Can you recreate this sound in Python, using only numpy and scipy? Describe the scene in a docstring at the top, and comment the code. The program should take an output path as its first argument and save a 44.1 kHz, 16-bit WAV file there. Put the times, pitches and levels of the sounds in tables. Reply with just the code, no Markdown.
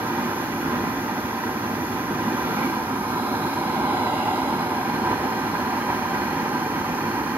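"""A rough, steady roar with a bright hiss on top: a small gas torch plays into a crucible on a
firebrick, close by on a workshop bench. Turbulent eddies make the roar, the loose plume flutters in
the bass, the gas jet hisses at the nozzle, and now and then a pocket of gas catches with a sputter.
The torch is swung round and pushed deeper into the bowl, where most resonances swell and sink in
pitch; then it is drawn back."""
import sys
import numpy as np
from scipy import signal
from scipy.fft import rfft, irfft
from scipy.io import wavfile

SR = 44100
rng = np.random.default_rng(int(sys.argv[2]) if len(sys.argv) > 2 else 0)


def wav_record(signal):
    """Record a signal, one row per channel, as 16-bit PCM in the file named by sys.argv[1]."""
    frames = np.transpose(np.atleast_2d(signal))
    bounded = np.clip(frames, -1, 1)
    # unit amplitude maps onto the largest positive 16-bit level
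    quanta = np.round(bounded * 32767).astype(np.int16)
    wavfile.write(sys.argv[1], SR, quanta)


N = 325017
TIME, FREQS = np.arange(N) / SR, np.arange(N // 2 + 1) * SR / N   # s, Hz


def from_db(db):
    """Decibels to gain."""
    return 10 ** (np.asarray(db) / 20)


def at_time(curve, s):
    """The value of an automation curve at the times s."""
    return np.interp(s, *np.transpose(curve))


def over_freqs(rows):
    """The columns of a spectrum table, joined on a log-frequency axis."""
    points, *columns = np.transpose(rows)
    return [np.interp(np.log(FREQS + 1e-9), np.log(points), c) for c in columns]


def bell(x, centre, half_width):
    """A bell curve of height 1, in time or frequency."""
    return np.exp(-np.minimum(((x - centre) / half_width) ** 2, 20))


def drift(corner_hz):
    """A random modulator with spread 1, rolling off above corner_hz."""
    slow = irfft(rfft(rng.standard_normal(N)) / (1 + (FREQS / corner_hz) ** 2), N)
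    return slow / slow.std()


def colour(white, spectrum):
    """Shapes unit white noise to a spectrum in dB per Hz."""
    level_db, = over_freqs(spectrum)
    return irfft(rfft(white) * from_db(level_db), N) * np.sqrt(SR / 2)


# colouring by bench and wall: (centre [Hz], half width [Hz], left [dB], right [dB], phase twist [rad])
REFLECTION_EQ = [(107.4, 17, 2.7, 2, 0.04), (130, 8.6, -6.5, -6.9, -0.0), (162, 8.3, 2.5, 2.2, -0.0),
                 (184, 11.6, -5.3, -4, -1), (262.5, 44, 2, 3.5, -0.0), (309, 15, -1.7, -0.5, 0.2),
                 (360.8, 47, 7.5, 7, 0.27), (402, 13.5, -5, -7.1, -0.1), (444, 38, 4.0, -0.7, 0.06),
                 (470.4, 8, -5.0, -5, -0.3), (499, 12, 2.0, 3.5, -0.5), (543.4, 26.6, -8.5, -7, 0.7),
                 (612, 56, 0.3, -4, 0.3), (691, 48.5, -18.5, -11.5, -0.8), (728.7, 33, 9.3, 5.5, 0.65),
                 (970, 18, 3.5, 2.0, -0.3), (1040, 55, -0.2, 4.5, 0.1), (1110, 44.6, -7.0, -13, 3),
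                 (1142, 15.4, 2, 3.6, -4.5), (1186, 22, 2, 2.5, -0.5), (1267, 34, -10, 4, -0.8),
                 (1287, 48, 1.4, -4.5, 1.5), (1448, 35, -12, 1.5, -2), (1478, 30, 0.5, -1.0, 2),
                 (1510, 15, -0.5, -5.8, 0.2), (1620, 89, 4.5, 4.5, 0.43), (1685, 48, -9, -4.7, 1),
                 (1820, 68, 0.3, -1, 1.1), (1885, 56, 5.5, -1.5, -1.3), (1950, 113, -3.5, 5.5, 0.46),
                 (2186, 43, 1.2, -4.5, -0.5), (2190, 20, 0, 1, 0.9), (2380, 44, 3, 7, 0.5),
                 (2458, 40, 0.5, 3.5, 2), (2519, 35, 1, -6, -1.2), (2640, 53, -2.5, 1.7, 0),
                 (2808, 29, -1.6, 4.5, 1.5), (2930, 106, 1.1, -0.7, 0.6), (3120, 47, 4.5, 1, 0.1),
                 (3350, 89, 1, 3.5, 0.1), (3984, 281, 2, 6, 0.0), (4320, 134, -1.2, 3, 3),
                 (4920, 380, 4.5, 0, 0.38), (6660, 86, -12, -3.4, 1)]


def reflections(stereo):
    """Bounces off bench and wall put peaks and dips into each side and twist the phase between them."""
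    bands = (np.outer(heights, bell(FREQS, centre, width)) for centre, width, *heights in REFLECTION_EQ)
    left_db, right_db, twist = sum(bands)
    pan_db = 0.42
    gain = from_db([left_db - pan_db, right_db + pan_db])
    return irfft(rfft(stereo) * gain * np.exp(0.5j * twist * [[1], [-1]]), N)


# stereo image at the two mic ports: (frequency [Hz], likeness [0-1], phase of left against right [rad])
STEREO_IMAGE = [(100, .99, -.06), (330, .998, -.14), (600, .8, -.7), (760, .97, -.5), (1000, .98, -.44),
                (1350, .85, -2.1), (1750, .6, -.65), (2050, .25, -2), (2340, .82, -2.3), (2750, .3, -2.1),
                (3120, .62, -2.1), (3400, .35, -2.8), (4300, .17, -2.94), (5100, .66, -2.9),
                (6100, .72, -3.4), (7000, .42, -3.5), (7900, .6, -3.2), (9400, .1, -4.4),
                (11400, .26, -5.85), (13500, .28, -7.23)]


def mic_ports(core, fringes, room_t60_s=0.3, room_share=0.3):
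    """The right port hears the core first; each port gets its own room tail and fringe of the flame."""
    likeness, phase = over_freqs(STEREO_IMAGE)
    direct = rfft(core) * np.exp(0.5j * phase * [[1], [-1]])
    tail = rng.standard_normal((2, N)) * from_db(-60 * np.minimum(TIME / room_t60_s, 2))
    tail /= np.linalg.norm(tail, axis=1, keepdims=True)
    diffuse = np.sqrt(room_share) * direct * rfft(tail) + np.sqrt(1 - room_share) * rfft(fringes)
    return irfft(np.sqrt(likeness) * direct + np.sqrt(1 - likeness) * diffuse, N)


# the hiss as heard, with a hollow near 8.3 kHz: (frequency [Hz], relative level [dB])
HISS_SPECTRUM = [(2000.0, -103), (5000.0, -87.5), (6100.0, -81), (6700.0, -80), (7600.0, -92.5),
                 (8300.0, -103.7), (9600.0, -84.5), (11000.0, -90), (11850.0, -86), (12600.0, -87),
                 (13800.0, -86), (15500.0, -96)]
# loudness of the hiss, rising as the torch leans in and falling as the bowl muffles it: (time [s], gain [dB])
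HISS_LEVEL = [(0.25, -0.4), (1.29, -1), (2.15, -0.5), (2.6, 0.6), (2.81, -2), (3.15, -2.5), (3.55, -0.5),
              (3.7, -2), (4.35, -1), (4.71, -2.5), (4.96, -1.9), (5.89, -1.2), (7.3, -1.6)]


def gas_jet():
    """Gas leaves the nozzle with a bright, slightly flickering hiss; rows: the core and two fringes."""
    flicker_db = 0.33 * drift(corner_hz=22)
    flow = from_db(2.5 + at_time(HISS_LEVEL, TIME) + flicker_db)
    return flow * colour(rng.standard_normal((3, N)), HISS_SPECTRUM)


# the flame's sharpest sputters: (time [s], relative level [dB])
SPUTTER_HITS = [(1.330, -17), (1.493, -16.5), (4.070, -15), (5.075, -13), (5.9025, -10.5), (5.993, -14),
                (6.815, -13)]


def sputters(ring_hz=950, t60_s=0.011, gain_db=2.5):
    """A pocket of gas catches at once and rings in the bowl for a few cycles."""
    kicks = np.zeros(N)
    for s, level_db in SPUTTER_HITS:
        kicks[round(s * SR)] = from_db(level_db + gain_db)
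    decay = from_db(-60 / (t60_s * SR))
    angle = 2 * np.pi * ring_hz / SR
    return signal.lfilter([0, np.sin(angle)], [1, -2 * decay * np.cos(angle), decay ** 2], kicks + 1e-18)


# the torch swings round the crucible: (time [s], turn [0-1])
TORCH_TURN = [(2.6, 0), (2.85, 0.86)]
# the nozzle is pushed into the bowl and drawn back: (time [s], depth [0-1])
NOZZLE_DEPTH = [(0.0, 0.1), (2.0, 0.01), (2.7, 0.25), (2.99, 0.36), (3.22, 0.63), (3.57, 0.53), (3.76, 0.7),
                (4.1, 0.99), (4.41, 0.88), (4.6, 0.66), (4.9, 0.38), (6.0, 0.25), (7.3, 0.07)]
# peaks and dips that follow the torch. The 8570 Hz row fills the hollow in the hiss as the torch turns
# and goes deeper; the others are the bowl's: (centre [Hz], half width [Hz], gain at rest [dB],
# added at full depth [dB], added at full turn [dB], pitch bend at full depth [share of centre])
MOVING_EQ = [(656, 35, 2, 8, -4.5, -0.053), (908, 203, 0.48, 6, 1.44, -0.12), (1384, 55, 4, 5, -4, -0.013),
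             (2020, 160, 0.2, -11, 1, -0.11), (2300, 91, 2.5, 5, 0, -0.063),
             (2626, 81, 2, -6.5, -0.7, -0.091), (2940, 81, 2, 4.7, -0.5, -0.016),
             (3150, 63, -3.5, -8, 10.5, 0.047), (3545, 400, 5, 6, -5, -0.028),
             (3771, 88, -4, 2, 1.8, -0.027), (4356, 108, 6, -3, 4, -0.08), (4730, 240, 2.6, -6, -2, -0.056),
             (4880, 147, -0.7, 0.5, 1.5, 0.001), (5310, 840, 2.5, 4, 1.3, -0.13),
             (6230, 300, 0.5, 5, 0.2, 0.049), (6700, 370, -3.5, -5.5, 0.3, -0.05),
             (8570, 818, -2.5, 5.5, 6, -0.0081), (9770, 341, -1.6, -1.7, -0.7, -0.018),
             (11722, 740, 6, 0.2, -1.9, -0.058), (13122, 460, 0.5, -4.5, 3.0, 0.024),
             (15116, 672, 3, -5, -0.4, -0.007)]
# brief lifts and dips in single bands of the roar and hiss:
# (peak time [s], half length [s], centre [Hz], half width [Hz], gain [dB])
BAND_SWELLS = [(2.54, .24, 12800, 786, 2.6), (2.62, .16, 1748, 74, -10), (2.64, .07, 2250, 205, 4.5),
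               (2.73, 0.2, 4370, 165, 4), (2.89, 0.15, 4170, 99, -8), (3.07, .22, 1575, 38, -3),
               (3.1, .25, 1250, 101, 5.5), (3.15, .13, 13778, 382, 6.6), (3.2, .3, 1980, 65, -7),
               (3.28, 0.5, 11210, 1036, 4), (3.32, .33, 2960, 226, -4.5), (3.348, .34, 839, 94, -3.5),
               (3.36, .19, 14848, 582, 7), (3.36, .4, 3870, 170, 5.5), (3.85, 0.23, 1770, 80, -4),
               (4.0, 0.14, 4050, 170, 2), (4.1, 0.19, 810, 80, 1.5), (4.238, .09, 2750, 133, 8),
               (4.72, .17, 11394, 711, 3), (5.15, 0.39, 400, 110, 2.5)]


def crucible(source):
    """The nozzle closes the bowl's mouth: most resonances grow and go flat; swirling gas wavers them."""
    hz, s, frames = signal.stft(source, SR, nperseg=1024)
    hz = hz[:, None]
    depth, turn = at_time(NOZZLE_DEPTH, s), at_time(TORCH_TURN, s)
    waver = 0.015 * np.interp(s, TIME, drift(corner_hz=14))
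    eq_db = 0
    for centre, width, rest_db, deep_db, turned_db, bend in MOVING_EQ:
        height_db = rest_db + deep_db * depth + turned_db * turn
        bent_hz = centre * (1 + (bend + waver) * depth)
        eq_db += height_db * bell(hz, bent_hz, width)
    # on top of that, single bands briefly lift or dip
    for peak_s, half_length, centre, width, db in BAND_SWELLS:
        eq_db += db * bell(s, peak_s, half_length) * bell(hz, centre, width)
    _, coloured = signal.istft(frames * from_db(eq_db), SR, nperseg=1024)
    return coloured[:, :N]


# tone of the combustion: (frequency [Hz], relative level [dB])
ROAR_SPECTRUM = [(40, -78.5), (60, -66), (100, -60), (240, -51), (400, -61.5), (1000, -57.5), (1600, -63.5),
                 (2600, -73.5), (4000, -86), (7000, -100)]
# the flame flares up or sinks back: (peak time [s], half length [s], strike gain [dB], plume gain [dB])
FLAME_SWELLS = [(.23, .17, 1.5, 0), (0.762, 0.11, 1.8, 2.5), (1.35, 0.14, -0.5, -2), (2.393, 0.17, 2, 1.5),
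                (2.61, 0.12, 2.5, 0.5), (3.046, 0.36, -1.36, 0), (3.9, 0.14, 0.5, 0.4),
                (4.44, 0.12, -0.6, 1.5), (5.117, 0.07, 1.6, 2.5), (5.945, 0.97, 1, -0.5)]


def flame(crossover_hz=430):
    """Eddies burn in millisecond bursts on top of slower surges; rows: the core and two fringes."""
    eddies_db = 1.12 * drift(corner_hz=304)
    surges_db = 0.5 * drift(corner_hz=25)
    burning = from_db(-0.28 + eddies_db + surges_db)
    roar = colour(burning * rng.standard_normal((3, N)), ROAR_SPECTRUM)
    # the bass comes from the loose plume, the rest from where the flame strikes the bowl
    plume = signal.sosfiltfilt(signal.butter(3, crossover_hz, fs=SR, output="sos"), roar)
    strike = roar - plume
    swells = (np.outer(db, bell(TIME, peak_s, half_length)) for peak_s, half_length, *db in FLAME_SWELLS)
    flare_db, billow_db = sum(swells)
    flutter_db = 0.26 * drift(corner_hz=5.8)
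    plume_db = -1.06 + billow_db + flutter_db
    # the strike is louder with the nozzle deep in the bowl, and with the torch turned
    strike_db = -0.81 + flare_db + 0.8 * at_time(NOZZLE_DEPTH, TIME) + at_time(TORCH_TURN, TIME)
    return plume * from_db(plume_db) + strike * from_db(strike_db)


def scene():
    """Flame, jet and sputters sound from one spot, which edges to the right with the swing."""
    core, *fringes = crucible(flame() + gas_jet())
    stereo = reflections(mic_ports(core + sputters(), np.array(fringes)))
    turn = at_time(TORCH_TURN, TIME)
    pan_db = 0.05 * (turn - turn.mean())
    return stereo * from_db([-pan_db, pan_db])


def record(dry, low_cut_hz=40, high_cut_hz=15700):
    """The microphone sheds the deep bass; the top is cut steeply."""
    thinned = signal.sosfilt(signal.butter(3, low_cut_hz, "high", fs=SR, output="sos"), dry)
    return signal.sosfilt(signal.ellip(12, 0.1, 80, high_cut_hz, fs=SR, output="sos"), thinned)


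dry = scene()
out = record(dry)
wav_record(out)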